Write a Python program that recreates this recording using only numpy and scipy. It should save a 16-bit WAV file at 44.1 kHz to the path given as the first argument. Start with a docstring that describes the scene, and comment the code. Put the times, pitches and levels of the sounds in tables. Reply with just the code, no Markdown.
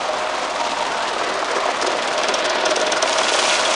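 """First comes the fluttering churn of a model conveyor's belt drive, with hollow knocks and wavering tones.
Its motor carries fine gravel up to a vibrating screen, on a tiled floor indoors.
The screen's loose steel deck chatters on every turn of its eccentric shaft, made of bursts of tiny impacts.
The microphone moves up the belt to the screen: brief rattles and hard clashes of the deck are heard.
Then gravel starts to pour onto the mesh, as random clicks shaped by filters, with ringing pings of steel."""
import sys
import numpy as np
from scipy import signal
from scipy.fft import rfft, irfft, next_fast_len
from scipy.io import wavfile

SR = 44100
rng = np.random.default_rng(int(sys.argv[2]) if len(sys.argv) > 2 else 0)


def persist_wave(psi):
    """Save psi, clipped to +-1, as 16-bit WAV."""
    counts = np.round(np.clip(psi, -1, 1) * 32767).astype(np.int16)
    wavfile.write(sys.argv[1], SR, np.atleast_2d(counts).T)


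N = 165375
T = np.arange(N) / SR  # time of each sample [s]

# Levels in the tables are relative, before the filters, room and recorder.
# Sources as the microphone moves: (time [s], belt drive [dB], screen body [dB], mesh chatter [dB])
NEARNESS = [(0, -25.5, -30, -42), (.4, -26.5, -30.5, -42.5), (.68, -24, -33.5, -41.5),
            (1.0, -25, -32, -40.5), (1.22, -27, -25.5, -38), (1.48, -26, -28, -41.5),
            (1.53, -31, -23.5, -40.5), (1.64, -25, -28, -38), (1.77, -25.5, -28, -39.5),
            (1.85, -25.5, -26.5, -37.5), (2.15, -25, -25.5, -34.5), (2.55, -28.5, -23, -36.5),
            (3.0, -28.5, -24.5, -34), (3.4, -26, -24, -29.5), (3.75, -24, -25.5, -33.5)]
# Microphone comes round to the open top of the screen: (start [s], end [s])
ARRIVAL_S = (2, 2.02)
# Edges of the neighbouring bands in which tiny impacts ring: (frequency [Hz])
CONTACT_BANDS_HZ = [60, 480, 850, 1500, 2800, 4600, 7000, 14000]

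# Broad colour of each sound: (frequency [Hz], relative level per Hz [dB])
DRIVE_COLOUR = [(70, -26), (150, -16.5), (205, -18), (255, -7.5), (400, -13.5), (650, -1.5), (800, -0.5),
                (1100, -2), (1700, -8.5), (3200, -12), (5000, -17.5), (7000, -21), (10000, -30.5)]
BODY_COLOUR = [(100, -36.5), (210, -14), (260, -10.5), (370, -2.5), (520, -1), (650, 1.5), (800, -6.5),
               (1050, -2.5), (1450, -8.5), (1800, -7.5), (3200, -10.5), (5000, -16.5), (10000, -45)]
MESH_COLOUR = [(500, -15.5), (1500, -10), (2600, -1), (3500, 0), (4500, -0.5), (5400, -6), (6500, -5),
               (8000, -10.5), (10000, -12.5)]
RUMBLE_COLOUR = [(20, -2), (42, -15), (85, -11), (120, -4), (170, -5), (300, 4), (2000, -37)]
RATTLE_COLOUR = [(250, -10.5), (380, 7.5), (900, -2), (1500, 7.5), (2200, -8), (3500, -9.5), (5000, -1),
                 (10000, -16)]
CLASH_COLOUR = [(500, -21), (2000, -22), (2800, -10), (3400, 1), (4400, -8.5), (5300, 1), (6200, 0.5),
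                (7300, -13.5), (8500, -14.5), (10000, -18)]
GRAVEL_COLOUR = [(300, -24.5), (1000, -2), (1800, -8.5), (2400, 0.5), (3300, -3.5), (4500, -5),
                 (6000, -4.5), (8000, -10), (10000, -14)]

# Resonances of the conveyor frame: (frequency [Hz], width [Hz], lift [dB])
FRAME_MODES = [(274, 18, 5.5), (510, 35, 4), (615, 8.7, 10), (727, 17, 5), (947, 17, 3)]
# Resonances of the screen box heard from along the belt: (frequency [Hz], width [Hz], lift [dB])
FAR_MODES = [(400, 210, 4), (553, 28, 0), (698, 29, 6), (1043, 98, 1.5), (1360, 720, 6.5)]
# Resonances of the screen: (frequency [Hz], width [Hz], lift [dB])
SCREEN_MODES = [(358, 36, 4.5), (427, 13, 4), (623.5, 66, 6.5), (743, 38, 3.1), (948, 60, 6.5),
                (1448, 150, 8.6), (1720, 32, 3.8), (2730, 26, 1.5), (3410, 88, 3.4)]

# Strokes in one turn of the shaft: (delay [s], length [s], body level [dB], mesh level [dB])
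STROKES = [(.009, 0.0026, -3.5, -8), (0.026, 0.00073, -8.5, 19), (0.034, 0.0035, -5, 15.5),
           (.043, 0.0026, -8, -10.5)]
# Motor hum: (frequency [Hz], rms level [dB])
HUM = [(29.9, -62), (59.8, -61.5)]
# Unsteady tones of the belt drive, one list for each: (time [s], pitch [Hz], level [dB])
WHINES = [
    [(0, 760, -40), (.04, 750, -29), (.1, 772, -31), (.2, 745, -37), (.4, 750, -40)],
    [(.05, 610, -42), (.1, 615, -29), (.17, 615, -39), (.24, 622, -28), (.33, 620, -44), (.62, 597, -36),
     (.72, 595, -44), (.81, 597, -30), (.9, 610, -42)],
    [(.18, 695, -36), (.4, 690, -42), (.7, 698, -32), (.85, 705, -38), (1.0, 683, -30.5), (1.14, 660, -37)],
    [(.56, 945, -42), (.61, 938, -27.5), (.75, 925, -33), (.83, 930, -29), (.95, 900, -34),
     (1.14, 905, -36)],
]
# Knocks in the conveyor frame and the screen box: (time [s], level [dB], pitch [Hz])
KNOCKS = [(.041, -34, 750), (0.091, -18, 626), (.146, -20, 790), (0.664, -17, 884), (0.825, -18, 940),
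          (1.164, -17, 596), (1.212, -14.5, 985), (1.426, -15, 820), (1.533, -23, 660), (1.562, -19, 390),
          (1.634, -18, 1030), (1.657, -15.5, 684), (1.688, -13.5, 710), (1.831, -19, 372),
          (1.846, -16, 703), (1.874, -15.5, 390), (1.951, -17.5, 610), (2.555, -13.5, 670),
          (2.637, -17, 716), (2.716, -22, 613), (2.77, -14.5, 483), (3.03, -14, 660), (3.059, -16, 696),
          (3.321, -14, 656), (3.352, -14.5, 600), (3.448, -21, 1010)]
# Parts of one knock: (ratio to its pitch [1], added level [dB])
KNOCK_PARTIALS = [(0.742, -16), (0.999, 3), (1.332, -2)]
# Band to which the knocks are limited: (low edge [Hz], high edge [Hz])
KNOCK_BAND_HZ = (320, 1300)
# Faint squeaks, probably of a roller, one list for each: (time [s], pitch [Hz], level [dB])
SQUEAKS = [
    [(.9, 1290, -37), (.93, 1470, -31), (.952, 1520, -31), (.975, 1350, -33), (.99, 1370, -31),
     (1.005, 1490, -29.5), (1.03, 1630, -34), (1.055, 1820, -37), (1.085, 1830, -39)],
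    [(1.22, 1930, -42), (1.32, 2023, -37.5), (1.4, 1910, -43)],
]
# Loose parts rattle for a moment: (time [s], length [s], level [dB])
RATTLES = [(1.516, 0.0048, -24), (1.567, .011, -26.5), (1.826, 0.007, -21), (1.869, 0.0042, -19),
           (2.192, 0.0035, -25), (2.292, 0.0082, -25), (2.386, 0.0052, -25), (2.456, 0.0048, -21),
           (2.685, 0.0059, -29), (2.706, 0.0087, -25), (2.759, .004, -36), (2.971, 0.0071, -20)]
# Hard clashes of the deck: (time [s], length [s], buzz level [dB], crack level [dB], thud level [dB])
CLASHES = [(1.816, 0.0022, -26.5, -18, -30), (1.872, 0.0026, -27, -17, -25), (2.18, .003, -26, -4, -32),
           (2.236, 0.0018, -19.5, -11, -19), (2.286, 0.0015, -20, -10, -20), (2.343, 0.0025, -19, -2, -25),
           (2.392, .0025, -30, -11, -26), (2.463, 0.0021, -29, -12, -31), (2.499, 0.0025, -19, -16, -20.5),
           (2.659, 0.0033, -16.5, -8, -17.5), (2.709, 0.0025, -26, -18, -26.5),
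           (2.764, 0.0025, -17.5, 1, -34), (2.801, 0.0014, -20.5, -9, -25), (2.816, .0025, -24, -3, -23),
           (2.869, 0.0018, -20.5, -4, -20.5), (2.923, 0.0023, -17, -8, -18),
           (3.028, 0.0019, -12, -11, -19.5), (3.131, 0.0022, -21, -6, -36), (3.188, 0.003, -18, -16, -22)]
# Gravel landing on the mesh: (time [s], level [dB])
POUR = [(2.6, -84), (2.8, -35), (3.0, -50), (3.08, -29), (3.28, -26), (3.36, -23), (3.52, -20),
        (3.62, -27.5), (3.75, -22.5)]
# The biggest stones strike the mesh, on top of the pour: (time [s], level [dB])
STONES = [(3.096, 4), (3.446, -7), (3.525, -8), (3.595, 0), (3.712, -6)]
# Pings of the steel mesh: (time [s], starting level [dB], pitch [Hz])
PINGS = [(3.234, -16, 3320), (3.287, -17, 3430), (3.339, -20, 3380), (3.392, -20, 3400), (3.497, -20, 3385),
         (3.655, -11.5, 3300)]

# Rates of contacts are for each band; a larger spread makes their sizes more uneven.
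DRIVE_CONTACTS_PER_S, DRIVE_SPREAD_DB = 900, 1
CHATTER_PER_S, CHATTER_SPREAD_DB = 3000, 1.0
RATTLE_CONTACTS_PER_S, RATTLE_SPREAD_DB = 1400, 1
CLASH_CONTACTS_PER_S, CLASH_SPREAD_DB = 5000, 0
GRAINS_PER_S, GRAIN_SPREAD_DB = 1200, 4.5
STONES_PER_S, STONE_SPREAD_DB, STONE_DB = 400, 2.0, -6  # this rate is for all bands together
PATCHY_DB, PATCHY_PER_S = 0.83, 7.65  # slow unevenness of the contacts in each band
FLUTTER_DB, FLUTTER_PER_S = 1.74, 110  # uneven running of the belt drive
MESH_ROUGH_DB, MESH_ROUGH_PER_S = -2.5, 330  # the loose mesh catches and lets go
SHAKE_HZ = 19.03  # turns of the screen's shaft per second
STROKE_SPREAD_DB, STROKE_JITTER_S, STROKE_FADE_S = 1.5, 0.0006, 0.0029
BODY_REST_DB, MESH_REST_DB = -6, -9  # steady clatter under the strokes
THUD_DELAY_S, THUD_S, THUD_FADE_S = 0.0049, 0.0045, 0.0046
TONE_WANDER, TONE_FLICKER_DB, TONE_WANDER_PER_S = 0.004, 1.5, 30  # wander is a fraction of the pitch
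KNOCK_T60_S, PING_T60_S = 0.035, 0.04  # time to die away by 60 dB
RUMBLE_DB = -49
ROOM_T60_S, ROOM_DB, ROOM_GAP_S = 0.14, -14.5, 0.0061
CUTOFF_HZ, PEAK_LIMIT, EDGE_FADE_S = 10050, 0.9, 0.002


def from_db(db):
    """Turn decibels into a gain."""
    return 10 ** (np.asarray(db) / 20)


def rms_one(x):
    """Scale a signal to an average power of one."""
    return x / np.sqrt(np.mean(x ** 2) + 1e-20)


def gains(rows):
    """Read each level column as a gain at every sample."""
    times, *columns = np.transpose(rows)
    return [from_db(np.interp(T, times, column)) for column in columns]


def drift(per_s):
    """Wander in straight lines between random values, per_s of them each second."""
    knots = rng.standard_normal(size=2000)
    return np.interp(T * per_s, np.arange(len(knots)), knots)


def colour(x, spectrum, modes=()):
    """Filter a sound with a broad colour lifted at each resonance, so that nothing rings early."""
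    size = 2 * next_fast_len(N // 2 + SR // 10)
    hz = np.arange(size // 2 + 1) * SR / size + 1e-3
    points = np.array(spectrum)
    db = np.interp(np.log(hz), np.log(points[:, 0]), points[:, 1])
    for centre, width, lift in modes:
        db = db + lift / (1 + (2 * (hz - centre) / width) ** 2)
    gain = rms_one(from_db(db) / (1 + (hz / CUTOFF_HZ / 2) ** 20))
    # Unit power gain, counting only what lies below the cutoff.
    gain = gain / np.sqrt(np.mean(gain ** 2 * (hz < CUTOFF_HZ)))
    # Folding the cepstrum gives the filter a response only after each input.
    cepstrum = irfft(np.log(gain))
    cepstrum[1:size // 2] *= 2
    cepstrum[size // 2 + 1:] = 0
    response = np.exp(rfft(cepstrum))
    return irfft(rfft(x, size) * response)[:N]


def clicks(per_s, spread_db):
    """Place single-sample impacts of uneven size and either sign at random moments."""
    out = np.zeros(N)
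    at = np.flatnonzero(rng.random(N) < per_s / SR)
    size, side = rng.random((2, N))[:, at]
    uneven = np.minimum(-np.log(1 - size), 3)  # many small, few large
    out[at] = from_db(spread_db * uneven) * np.sign(side - .5)
    return out


def contacts(per_s, spread_db):
    """Add tiny uneven impacts, each ringing in one band, with a nearly flat spectrum overall."""
    out = 0
    for edges in zip(CONTACT_BANDS_HZ, CONTACT_BANDS_HZ[1:]):
        patchy = from_db(PATCHY_DB * drift(PATCHY_PER_S))
        hits = rms_one(clicks(per_s, spread_db) * patchy)
        band = signal.butter(2, edges, "band", fs=SR, output="sos")
        out = out + signal.sosfilt(band, hits + 1e-18)
    return out


def bursts(times, levels_db, length_s, fade_s):
    """Make the power curve of short bursts that swell quickly and die away."""
    marks = np.zeros(N)
    inside = (times >= 0) & (times < N / SR)
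    samples = (times[inside] * SR).astype(int)
    np.add.at(marks, samples, from_db(levels_db[inside]) ** 2)
    bell = signal.windows.gaussian(SR // 10 + 1, length_s * SR / np.sqrt(2))
    shape = signal.lfilter([1], [1, -np.exp(-1 / (fade_s * SR))], bell)
    return np.abs(signal.fftconvolve(marks, shape / shape.max(), "same"))


def swell(s, length, db):
    """Make the power curve of one brief bell-shaped burst."""
    out = np.zeros(N)
    near = np.abs(T - s) < 10 * length
    out[near] = from_db(db) ** 2 * np.exp(-((T[near] - s) / length) ** 2)
    return out


def ring(s, db, hz, t60):
    """Let one struck resonance sound as a sine that dies away."""
    age = np.maximum(T - s, 0)
    level = from_db(db - 60 * np.minimum(age / t60, 2))
    return level * np.sin(2 * np.pi * hz * age)


def tone(rows):
    """Sound a slightly unsteady sine that follows a curve of pitch and level."""
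    times, hz, db = np.transpose(rows)
    pitch = np.interp(T, times, hz) * (1 + TONE_WANDER * drift(TONE_WANDER_PER_S))
    gate = np.clip(np.minimum(T - times[0], times[-1] - T) / EDGE_FADE_S, 0, 1)
    level = gate * from_db(np.interp(T, times, db) + TONE_FLICKER_DB * drift(TONE_WANDER_PER_S))
    cycles = np.cumsum(pitch) / SR + rng.random()
    return level * np.sqrt(2) * np.sin(2 * np.pi * cycles)


def conveyor():
    """Gears, rollers and belt: a fluttering churn of tiny contacts rings the frame."""
    flutter = rms_one(from_db(FLUTTER_DB * drift(FLUTTER_PER_S)))
    churn = flutter * contacts(DRIVE_CONTACTS_PER_S, DRIVE_SPREAD_DB)
    return colour(churn, DRIVE_COLOUR, FRAME_MODES)


def screen(body_gain, mesh_gain):
    """Each turn of the shaft throws the deck against its box: the body clatters and the mesh chatters."""
    turns = np.arange(-1, N / SR * SHAKE_HZ) / SHAKE_HZ
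    body_power = from_db(BODY_REST_DB) ** 2
    mesh_power = from_db(MESH_REST_DB) ** 2
    for delay, length, body_db, mesh_db in STROKES:
        chance = rng.standard_normal((len(turns), 3))
        times = turns + delay + STROKE_JITTER_S * chance[:, 0]
        body_levels = body_db + STROKE_SPREAD_DB * chance[:, 1]
        mesh_levels = mesh_db + STROKE_SPREAD_DB * chance[:, 2]
        body_power = body_power + bursts(times, body_levels, length, STROKE_FADE_S)
        mesh_power = mesh_power + bursts(times, mesh_levels, length, STROKE_FADE_S)
    clatter = np.sqrt(body_power) * contacts(CHATTER_PER_S, CHATTER_SPREAD_DB)
    body = body_gain * rms_one(clatter)
    rough = from_db(MESH_ROUGH_DB * drift(MESH_ROUGH_PER_S))
    chatter = np.sqrt(mesh_power) * rough * contacts(CHATTER_PER_S, CHATTER_SPREAD_DB)
    mesh = mesh_gain * rms_one(chatter)
    close = np.interp(T, ARRIVAL_S, [0, 1])
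    far_body = colour((1 - close) * body, BODY_COLOUR, FAR_MODES)
    near_body = colour(close * body, BODY_COLOUR, SCREEN_MODES)
    return far_body + near_body + colour(mesh, MESH_COLOUR, SCREEN_MODES)


def background():
    """Low sine tones of motor hum sound over filtered noise, the rumble of the room."""
    hum = 0
    for hz, db in HUM:
        hum = hum + from_db(db) * np.sqrt(2) * np.sin(2 * np.pi * (hz * T + rng.random()))
    return hum + from_db(RUMBLE_DB) * colour(rng.standard_normal(N), RUMBLE_COLOUR)


def whine():
    """The belt drive sings on a few wavering tones that come and go."""
    return sum(tone(rows) for rows in WHINES)


def knocks():
    """The conveyor frame and screen box give short, dull, hollow knocks of a few dying partials."""
    rings = 0
    for s, db, hz in KNOCKS:
        for ratio, partial_db in KNOCK_PARTIALS:
            rings = rings + ring(s, db + partial_db, hz * ratio, KNOCK_T60_S)
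    band = signal.butter(4, KNOCK_BAND_HZ, "band", fs=SR, output="sos")
    return signal.sosfilt(band, rings)


def squeaks():
    """Thin tones glide in pitch under the churn."""
    return sum(tone(rows) for rows in SQUEAKS)


def rattles():
    """Loose parts break into short, coarse, broad rattles made of tiny impacts."""
    power = sum(swell(*row) for row in RATTLES)
    shaken = np.sqrt(power) * contacts(RATTLE_CONTACTS_PER_S, RATTLE_SPREAD_DB)
    return colour(shaken, RATTLE_COLOUR)


def clashes():
    """On some turns the deck hits hard: a crack in a ragged steel buzz, then a thud of the box."""
    times, _, _, crack_db, thud_db = np.transpose(CLASHES)
    buzz_power = sum(swell(s, length, buzz_db) for s, length, buzz_db, _, _ in CLASHES)
    rough = rms_one(from_db(MESH_ROUGH_DB * drift(MESH_ROUGH_PER_S)))
    buzz = np.sqrt(buzz_power) * rough * contacts(CLASH_CONTACTS_PER_S, CLASH_SPREAD_DB)
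    buzz[(times * SR).astype(int)] += from_db(crack_db)  # each crack is one impulse
    thud_power = bursts(times + THUD_DELAY_S, thud_db, THUD_S, THUD_FADE_S)
    thud = np.sqrt(thud_power) * contacts(CLASH_CONTACTS_PER_S, CLASH_SPREAD_DB)
    return colour(buzz, CLASH_COLOUR) + colour(thud, BODY_COLOUR, SCREEN_MODES)


def gravel():
    """Fine grains rush onto the mesh, bigger stones click sharply, and the struck wires ping."""
    flow, = gains(POUR)
    grains = contacts(GRAINS_PER_S, GRAIN_SPREAD_DB)
    stones = from_db(STONE_DB) * rms_one(clicks(STONES_PER_S, STONE_SPREAD_DB))
    impacts = flow * (grains + stones)
    for s, db in STONES:
        impacts[int(s * SR)] += from_db(db)
    pings = sum(ring(s, db, hz, PING_T60_S) for s, db, hz in PINGS)
    return colour(impacts, GRAVEL_COLOUR, SCREEN_MODES) + pings


def room(x):
    """Tiles and walls add a short diffuse tail, made of noise that dies away."""
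    age = T[:SR // 2]
    decay = np.exp(-np.log(1000) * age / ROOM_T60_S)
    tail = rng.standard_normal(len(age)) * decay * (age > ROOM_GAP_S)
    echo = signal.fftconvolve(x, tail / np.linalg.norm(tail))[:N]
    return x + from_db(ROOM_DB) * echo


def scene():
    """Mix conveyor, screen and gravel in the room, then add the background."""
    drive_gain, body_gain, mesh_gain = gains(NEARNESS)
    machine = drive_gain * conveyor() + screen(body_gain, mesh_gain)
    machine = machine + whine() + knocks() + squeaks()
    machine = machine + rattles() + clashes() + gravel()
    return (room(machine) + background())[None]


def record(dry):
    """The recorder clips peaks over its limit and cuts the top steeply; the ends are faded."""
    low_pass = signal.firwin(401, CUTOFF_HZ, window=("kaiser", 8), fs=SR)
    fade = np.clip(np.minimum(T, T[-1] - T) / EDGE_FADE_S, 0, 1)
    clipped = np.clip(dry, -PEAK_LIMIT, PEAK_LIMIT)
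    return signal.fftconvolve(fade * clipped, low_pass[None], "same", axes=1)


dry = scene()
out = record(dry)
persist_wave(out)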